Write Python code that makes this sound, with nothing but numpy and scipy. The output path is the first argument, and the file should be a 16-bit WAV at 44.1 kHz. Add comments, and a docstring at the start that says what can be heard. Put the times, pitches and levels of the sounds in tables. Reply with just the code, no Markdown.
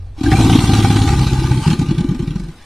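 """A pond, close up: an alligator, half sunk, bellows once over a low rumble.
Its slack vocal folds beat about 17 times a second with weaker flaps between; each beat is an impulse
shaped into a boom that rings chest and throat pouch. Noise puffs rasp through throat resonances, while
hiss, droplets and spits fizz over the back. The roar breaks up into separate gulps, each a short rising ring."""
import sys
import numpy as np
from scipy import signal
from scipy.fft import rfft, irfft, next_fast_len
from scipy.io import wavfile
from scipy.ndimage import uniform_filter1d

SR = 44100
rng = np.random.default_rng(int(sys.argv[2]) if len(sys.argv) > 2 else 0)


def store_pcm(level_fs):
    """Save levels as 16-bit WAV."""
    pcm = np.round(np.clip(level_fs, -1, 1) * 32767).astype(np.int16)
    wavfile.write(sys.argv[1], SR, np.atleast_2d(pcm).T)


N = 116865
T = np.arange(N) / SR  # time of every sample, s

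# background rumble: [t/s, level/dB], and its colour: [f/Hz, relative level/dB]
RUMBLE_LEVEL = [(0, -31.5), (2.65, -42)]
RUMBLE_COLOUR = [(15, 7.5), (45, -10), (90, 8.5), (140, -15.5), (260, -22), (550, -28), (1000, -37),
                 (2000, -45), (6000, -55), (13000, -66)]

# deep body tone: [t/s, f/Hz, level/dB]
BODY = [(0, 48.2, -32), (.17, 48.4, -34), (.23, 50.6, -42), (.29, 58.4, -15), (.45, 53.24, -40),
        (1.15, 50.27, -22), (1.72, 43.2, -35.5), (2.46, 43.6, -26.5), (2.56, 42, -63)]
BODY_WAVER_DB, BODY_WAVER_HZ = 3, 24  # rms depth, fastest rate

# airflow: [t/s, throat rasp level/dB, fizz level/dB]
AIRFLOW = [(0, -56, -60.5), (.14, -70, -63.5), (.19, -41.5, -49), (.225, -66, -43.5), (.25, -34, -35.5),
           (.31, -27.5, -34.5), (.38, -25, -25.5), (.55, -27.5, -25), (.85, -26, -27.5), (1.1, -29, -30),
           (1.45, -30, -32.5), (1.64, -28.5, -32.5), (1.72, -33.5, -32.5), (1.765, -38, -40.5),
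           (2.05, -37, -48), (2.45, -47.5, -51), (2.65, -57, -53)]
# throat resonances, each passed twice: [f/Hz, half the width of one pass/Hz, relative level/dB]
THROAT = [(794.8, 46, 6.5), (987, 48, -8), (1199, 28, 2), (1511, 69, -3.5), (1911, 34, -7.5),
          (2303, 76, -6.5), (2724, 126, -14), (4074, 220, -12.5), (5410, 320, -17)]
# mouth shift: [t/s, lowest resonance f ratio, its added level/dB, added level of the others/dB]
MOUTH = [(.2, 0.98, 5, 1.5), (1, 1.005, 1.5, 0.5), (1.5, 1.087, 3, 1.5), (2.1, 1.05, -5.5, 0)]
CLAP_DB = -9  # fold claps against the rasp noise
PUFF_S, PUFF_RISE_S, PUFF_DEPTH, RASP_PUFF_POWER = 0.013, 0.0054, 0.42, 1.47
FLUTTER, FLUTTER_HZ = 0.17, 111  # rms depth, fastest rate

# water fizz colour: [f/Hz, relative level/dB]
FIZZ = [(300, 1), (560, -18), (1000, 1), (1750, -4), (2350, -2), (3000, 0.5), (4000, 0), (4900, -6),
        (6000, -7.5), (7000, -10), (9200, -12), (10500, -17), (13000, -25.5)]
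# mist that hangs steadily between puffs, its colour: [f/Hz, relative level/dB]
MIST = [(300, -14), (3000, -6.5), (5000, -4), (7000, -3), (9200, -1.5), (10500, -8.5), (13000, -14)]
MIST_DB = -10  # against the fizz level
# stereo width of the spray: [f/Hz, side gain/dB]
SPRAY_WIDTH = [(200, -33), (1000, -69), (2000, -8), (5000, -6.5), (10000, 1.5)]
DROPS_PER_S, DROP_SPREAD_DB, DROP_SHARE = 2600, 2, 0.26
PATCH_DB, PATCH_HZ, PATCH_S = 4.5, 170, .035  # gurgle depth; smoothing across pitch and time

# stirred water lapping: [t/s, level/dB], and its colour: [f/Hz, relative level/dB]
LAP_LEVEL = [(.15, -71), (.5, -48.5)]
LAP_COLOUR = [(300, -18), (490, -1.5), (2000, -10.5), (9000, -30.5)]

# wet spits at the snout: [t/s, level/dB, centre f/Hz, decay/s]
SPITS = [(0.164, -44.5, 890, .018), (0.21, -41, 4530, .008), (.233, -30, 3470, 0.012),
         (.316, -16, 1720, 0.011), (0.526, -19.5, 2720, 0.018), (.591, -17, 2630, 0.0056),
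         (0.735, -18, 3000, 0.0068), (1.016, -20.5, 3530, 0.0069)]
SPIT_OCTAVES, SPIT_RISE_S = 0.33, 0.0011  # reach either side of the centre

# single gulps, around and within the rolls: [t/s, level/dB, ring f/Hz, ring time/s, air against gulp/dB]
GULPS = [(0.189, -27.5, 300, 0.012, 0), (.214, -9.5, 278, 0.0052, -6), (0.24, -10.5, 270, 0.005, 6.5),
         (0.248, -15, 96, .012, -15), (0.267, -8, 295, 0.015, -3.5), (0.285, -4.5, 305, 0.011, -13),
         (.295, -14, 98, 0.013, -19), (.320, -5, 300, 0.0026, -1), (0.332, -4.5, 126.4, 0.013, -4),
         (.351, -2, 119, 0.0054, -20), (.372, -15, 106, 0.0058, -17), (.406, -3, 270, 0.0063, -17),
         (.445, -4.5, 134, 0.0049, -19), (.462, -9.5, 280, 0.013, -11), (0.5, -6.5, 188, 0.0072, -3),
         (.535, -12, 116, 0.0094, 1), (0.557, -3, 257, 0.0062, -24), (0.68, -7, 112, 0.0067, -1),
         (0.704, -10, 272, 0.0061, -13), (1.131, -15, 353, 0.01, 0), (1.516, -10, 131, 0.01, -19),
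         (1.579, -8, 133, 0.011, -11), (1.623, -13, 131, 0.0039, -15), (1.669, -4.5, 155, 0.0062, -9),
         (1.682, -3.5, 161, 0.006, -2), (1.708, -7.5, 162.6, 0.017, 5), (1.734, -4.5, 201, 0.0037, -0.5),
         (1.797, -6.5, 159.3, 0.01, 0.5), (1.818, -7.5, 261, 0.0049, -2), (1.829, -9.5, 125, 0.0041, -4),
         (1.865, -19.5, 130, 0.0058, 3), (1.892, -9, 141, 0.0098, -1.5), (1.914, -5, 188, 0.0064, -4.5),
         (1.921, -14, 305, 0.0084, -12), (1.951, -20, 120, 0.0077, 4), (1.987, -8.5, 156.8, 0.015, 2),
         (2.010, -8, 177, 0.0056, 0), (2.048, -9.5, 264, 0.0074, -7), (2.094, -8, 148, 0.0087, -4),
         (2.116, -8.5, 175, 0.0082, -10), (2.122, -20, 272, 0.0089, -4), (2.152, -19, 245, 0.016, 3),
         (2.198, -17.5, 330, 0.0087, 2), (2.205, -12.5, 145.2, 0.0069, -14),
         (2.229, -15, 202, 0.0076, -3.5), (2.245, -22, 270, 0.0072, -8), (2.28, -11.5, 147, 0.0071, -3),
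         (2.312, -15.5, 145, 0.011, -2), (2.362, -11, 178, 0.007, -3.5), (2.402, -19.5, 177, 0.014, 4.5),
         (2.442, -22.5, 150.6, 0.017, 1), (2.491, -24, 153, 0.019, 3), (2.525, -34, 172, 0.019, -21)]
GULP_RING_DB, GULP_KNOCK_DB, GULP_RISE_OCT_PER_S = -1, -6, 4.7
OVERTONE_HZ, OVERTONE_DB, OVERTONE_RING_S = 348.5, -15, .007  # the ring time is an upper limit
GULP_RASP_DB, GULP_FIZZ_DB, GULP_PUFF_S, GULP_AIR_LEAD_S = -18.5, -22.5, 0.0069, 0.0054
# colour of one beat: [f/Hz, relative level/dB]
BEAT = [(15, -81), (32, -27), (50, 4), (75, 7.5), (125, 10), (190, 1), (260, -4), (350, -12), (400, -15),
        (470, -17), (560, -73), (900, -14), (2000, -86)]
POUCH_HZ, POUCH_WIDTH_HZ = 300, 65  # where the pouch delays the beat

# churning air behind the folds, its colour: [f/Hz, relative level/dB]
TURBULENCE = [(60, -6), (150, -2.5), (260, -1.5), (355, -1), (400, -17), (470, -22), (560, -25),
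              (1200, -67)]
TURBULENCE_DB, CHURN_STEADY, GULP_CHURN_DB, CHURN_S = -21.5, 0.56, -2.5, 0.065

# brief barks, each a flaring throat resonance: [t/s, level/dB, f/Hz, ring time/s]
BARKS = [(.264, -23, 1590, 0.0094), (.341, -13, 787, 0.0073), (.359, -21.5, 2379, 0.0069),
         (.794, -19, 796, 0.0091), (1.136, -20, 826, 0.0087), (1.27, -24, 1220, 0.0081),
         (1.443, -20.5, 886, 0.0046), (1.659, -21, 900, .005), (1.817, -24, 820, 0.0058)]
BARK_ROUGH, BARK_ROUGH_HZ = 0.26, 138  # rms depth, fastest rate

# unbroken rolls of the roar: [first beat t/s, last beat t/s, end t/s, level/dB,
# strikes per beat (the strong one included), flap against beat/dB, brightness/dB,
# rebound gain on the squared strikes/dB]
ROLLS = [(0.389, 0.552, 0.56, -2.5, 3, -5, 10, -26), (0.588, 0.694, 0.74, -0.5, 3, -12, 4.5, -22),
         (0.734, 1.018, 1.077, -0.5, 6, -10.5, 3, -10), (1.074, 1.192, 1.245, -1, 4, -5.5, -1.5, -20),
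         (1.268, 1.577, 1.576, -1.5, 4, -9.5, -16, -23)]
BEAT_S, SLOWING = .057, 0.00976  # rough beat spacing; each gap grows by this fraction within a roll
BEAT_JITTER_S, FLAP_JITTER_S, FLAP_SPREAD_DB = 0.00038, .001, 1.5  # about rms
# chest resonance: [t/s, f/Hz, gain/dB]
CHEST = [(.3, 102, -15), (.7, 101, -6), (.85, 101, -8), (.98, 104, -11.5), (1.08, 119, -4.5),
         (1.25, 131, -4.5), (1.6, 138, -2.5), (1.7, 159.4, 8)]
CHEST_WIDTH_HZ, ROAR_DB = 27, -1
POUCH_RING_DB, POUCH_RING_HZ, POUCH_RING_WIDTH_HZ = -10, 324, 69
REBOUND_S, REBOUND_HZ, REBOUND_RING_S = .028, 272, 0.0058  # delay, pitch, ring time

# the voice reaches the left port a little louder: [f/Hz, side against mid/dB]
VOICE_LEFT = [(100, -53), (250, -23.5), (700, -19), (1200, -31)]
CUT_HZ = 13300  # top of the band


def amp(db):
    """Decibels to gain."""
    return 10 ** (np.asarray(db) / 20)


def unit(x):
    """Scales to rms 1."""
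    return x / np.sqrt(np.mean(x ** 2) + 1e-20)


def noise(*shape):
    """White noise of rms 1."""
    return rng.standard_normal((*shape, N))


def curve(table, axis=1):
    """One column of a time table at every sample."""
    rows = np.array(table)
    return np.interp(T, rows[:, 0], rows[:, axis])


def colour(x, points):
    """Filters by a (Hz, dB) spectrum."""
    size = next_fast_len(N + 8192)
    hz, db = np.transpose(points)
    bins = np.log(np.fft.rfftfreq(size, 1 / SR) + 1)
    gain = amp(np.interp(bins, np.log(hz), db))
    return irfft(rfft(x, size) * gain, size)[..., :N]


def resonate(x, hz, width_hz):
    """A resonance of peak gain about 1 that follows a frequency curve."""
    turn = np.exp(2j * np.pi * np.cumsum(hz * np.ones(N)) / SR)
    r = np.exp(-np.pi * width_hz / SR)
    # shift the resonance down to 0 Hz, smooth, and shift back
    smooth = signal.lfilter([1 - r], [1, -r], x / turn + 1e-18)
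    return 2 * (turn * smooth).real


def wobble(hz):
    """Random motion of rms 1, mostly slower than hz."""
    return unit(colour(noise(), [(1, 0), (hz, 0), (2 * hz, -60), (8 * hz, -120)]))


def clicks(times, sizes):
    """Single impulses at the given times."""
    places = np.round(np.asarray(times) * SR).astype(int)
    return np.bincount(np.clip(places, 0, N - 1), sizes, N)


def puffs(train, decay_s):
    """Each impulse opens quickly and dies away."""
    decay = signal.lfilter([1], [1, -np.exp(-1 / (decay_s * SR))], train)
    return uniform_filter1d(decay, max(1, round(PUFF_RISE_S * SR)))


def swell(t, ring_s):
    """A quick swell to 1 at t = 0, then a dying ring."""
    u = np.maximum(t / ring_s + 1, 0)
    return u ** 2 * np.exp(2 * (1 - u))


def rumble():
    """Low background noise that fades gently."""
    return amp(curve(RUMBLE_LEVEL)) * unit(colour(noise(), RUMBLE_COLOUR))


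def body():
    """The deep, wavering tone of the trembling trunk."""
    level = amp(curve(BODY, axis=2) + BODY_WAVER_DB * wobble(BODY_WAVER_HZ))
    return np.sqrt(2) * level * np.sin(2 * np.pi * np.cumsum(curve(BODY)) / SR)


def rasp(level, claps):
    """Puffs of air and claps of the folds pass through throat resonances that shift with the mouth."""
    air = (noise() + amp(CLAP_DB) * unit(claps)) * level
    out = np.zeros(N)
    for k, (hz, half_width, db) in enumerate(THROAT):
        if k == 0:
            hz = hz * curve(MOUTH)
            db = db + curve(MOUTH, axis=2)
        else:
            db = db + curve(MOUTH, axis=3)
        once = resonate(air, hz, 2 * half_width)
        out += amp(db) * resonate(once, hz, 2 * half_width)
    return unit(out) * np.sqrt(np.mean(level ** 2))


def fizz(level, mist_level):
    """Hiss, mist, spits and tiny droplets shaken off the water, widest in the treble."""
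    falls = rng.random((2, N)) < DROPS_PER_S / SR
    size_db = DROP_SPREAD_DB * np.minimum(rng.exponential(1, (2, N)), 4)
    drops = noise(2) * amp(size_db) * falls
    mix = DROP_SHARE * unit(drops) + (1 - DROP_SHARE) * noise(2)
    hiss = unit(colour(mix, FIZZ)) * level
    mist = unit(colour(noise(2), MIST)) * mist_level
    mid, side = hiss + mist
    mid = gurgle(mid) + spits()
    side = colour(gurgle(side), SPRAY_WIDTH)
    return np.array([mid + side, mid - side])


def gurgle(x):
    """Short-lived random resonances of wet cavities colour the noise."""
    z = signal.stft(x, nperseg=512, noverlap=384)[2]
    field = rng.standard_normal(z.shape[-2:])
    for _ in range(2):
        field = uniform_filter1d(field, round(PATCH_HZ * 512 / SR), 0)
        field = uniform_filter1d(field, round(PATCH_S * SR / 128), 1)
    gain = unit(amp(PATCH_DB * np.clip(unit(field), -2, 2)))
    return signal.istft(z * gain, nperseg=512, noverlap=384)[1][..., :N]


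def stirred_water():
    """Soft gurgling wash that swells up and stays after the roar."""
    return amp(curve(LAP_LEVEL)) * unit(gurgle(colour(noise(), LAP_COLOUR)))


def spits():
    """Sudden short bursts of wet noise, each around its own frequency."""
    out = np.zeros(N)
    for s, db, hz, decay_s in SPITS:
        edges = hz * 2 ** np.array([-SPIT_OCTAVES, SPIT_OCTAVES])
        band = signal.butter(2, edges, "band", fs=SR, output="sos")
        envelope = np.clip((T - s) / SPIT_RISE_S, 0, 1) * np.exp(-abs(T - s) / decay_s)
        out += amp(db) * unit(signal.sosfilt(band, noise())) * envelope
    return out


def gulp(t, hz, ring_s):
    """A ring of the throat pouch whose pitch rises as it empties."""
    rise = 1 + np.log(2) * GULP_RISE_OCT_PER_S * t / 2
    return swell(t, ring_s) * np.cos(2 * np.pi * hz * t * rise)


def boom(train):
    """Impulses become rounded low beats; the throat pouch holds back their upper part, so that it rings on."""
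    beats = colour(train, BEAT) / colour(clicks([1], [1]), BEAT).max()
    r = np.exp(-np.pi * POUCH_WIDTH_HZ / SR)
    poles = np.array([1, -2 * r * np.cos(2 * np.pi * POUCH_HZ / SR), r * r])
    # an all-pass: it delays without changing the colour
    return signal.lfilter(poles[::-1], poles, beats)


def gulps():
    """Each gulp is one beat and a short, rising ring of the throat pouch with a brief overtone."""
    out = np.zeros(N)
    for s, db, hz, ring_s, _ in GULPS:
        near = abs(T - s) < 8 * ring_s
        t = T[near] - s
        overtone = swell(t, min(ring_s, OVERTONE_RING_S)) * np.sin(2 * np.pi * OVERTONE_HZ * t)
        out[near] += amp(db + GULP_RING_DB) * (gulp(t, hz, ring_s) + amp(OVERTONE_DB) * overtone)
    s, db = np.transpose(GULPS)[:2]
    return out + amp(GULP_KNOCK_DB) * boom(clicks(s, amp(db)))


def turbulence(push, rolling):
    """Low noise of air churning behind the folds, pushed by beats and gulps."""
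    s, db = np.transpose(GULPS)[:2]
    churn = push + CHURN_STEADY * rolling + puffs(clicks(s, amp(db + GULP_CHURN_DB)), CHURN_S)
    return amp(TURBULENCE_DB) * unit(colour(noise(), TURBULENCE)) * churn


def barks():
    """Rough, short flares of single throat resonances."""
    out = np.zeros(N)
    rough = 1 + BARK_ROUGH * (wobble(BARK_ROUGH_HZ) + 1j * wobble(BARK_ROUGH_HZ))
    for s, db, hz, ring_s in BARKS:
        near = abs(T - s) < 8 * ring_s
        t = T[near] - s
        tone = (rough[near] * np.exp(2j * np.pi * hz * t)).real
        out[near] += amp(db) * swell(t, ring_s) * tone
    return out


def folds(first, last, end, db, flaps, flap_db):
    """One roll: strong, slowly spreading beats with weak uneven flaps between them."""
    beats = round((last - first) / BEAT_S)
    edges = np.cumsum(np.r_[0, (1 + SLOWING) ** np.arange(beats + 2)])
    k = np.arange((beats + 2) * flaps)
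    late, size = rng.uniform(-1.7, 1.7, (2, len(k)))
    strong = (k % flaps == 0) & (k <= beats * flaps)
    progress = np.interp(k / flaps, np.arange(beats + 3), edges / edges[beats])
    times = first + (last - first) * progress
    sizes = (times < end) * amp(db + np.where(strong, 0, flap_db + FLAP_SPREAD_DB * size))
    return clicks(times + late * np.where(strong, BEAT_JITTER_S, FLAP_JITTER_S), sizes)


def roar(trains, split_hz=210):
    """The beats boom and ring the chest and throat pouch; each roll has its own brightness."""
    low = signal.butter(2, split_hz, fs=SR, output="sos")
    out = np.zeros(N)
    for train, row in zip(trains, ROLLS):
        beats = boom(train)
        bass = signal.sosfiltfilt(low, beats)
        out += bass + amp(row[-2]) * (beats - bass)
    pouch = amp(POUCH_RING_DB) * resonate(out, POUCH_RING_HZ, POUCH_RING_WIDTH_HZ)
    chest = amp(curve(CHEST, axis=2)) * resonate(out, curve(CHEST), CHEST_WIDTH_HZ)
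    return amp(ROAR_DB) * (out + pouch + chest)


def rebounds(trains):
    """The pouch springs back about halfway between two strong beats."""
    kicks = sum(amp(row[-1]) * train ** 2 for train, row in zip(trains, ROLLS))
    ring = gulp(T[:SR // 10] - REBOUND_S, REBOUND_HZ, REBOUND_RING_S)
    return signal.oaconvolve(kicks, ring)[:N]


def scene():
    """The voice near the centre, spray around it, rumble behind."""
    trains = [folds(*row[:-2]) for row in ROLLS]
    strikes = sum(trains)
    push = puffs(strikes, PUFF_S)
    rolling = uniform_filter1d(1. * (push > .01), size=1500)  # about 1 while a roll lasts
    # the beats make the airflow throb around its set level
    throb = 1 + PUFF_DEPTH * (push / push[push > .01].mean() - rolling)
    throb = throb * (1 + FLUTTER * wobble(FLUTTER_HZ))
    s, db, _, _, air_db = np.transpose(GULPS)
    gulp_air = puffs(clicks(s - GULP_AIR_LEAD_S, amp(db + air_db)), GULP_PUFF_S)

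    rasp_level = amp(curve(AIRFLOW)) * abs(throb) ** RASP_PUFF_POWER + amp(GULP_RASP_DB) * gulp_air
    voice = rasp(rasp_level, strikes) + gulps() + turbulence(push, rolling) + barks()
    voice = voice + roar(trains) + rebounds(trains)
    side = colour(voice, VOICE_LEFT)

    wet = amp(curve(AIRFLOW, axis=2))
    spray = fizz(wet * throb + amp(GULP_FIZZ_DB) * gulp_air, wet * amp(MIST_DB))
    centre = rumble() + body() + stirred_water()
    return np.array([voice + side, voice - side]) + spray + centre


def record(dry):
    """The loudest peaks are rounded off; then the band limit."""
    held = dry / (1 + dry ** 8) ** (1 / 8)
    band = signal.firwin(401, CUT_HZ, window=("kaiser", 9), fs=SR)
    return signal.oaconvolve(held, band[None], "same")


dry = scene()
out = record(dry)
store_pcm(out)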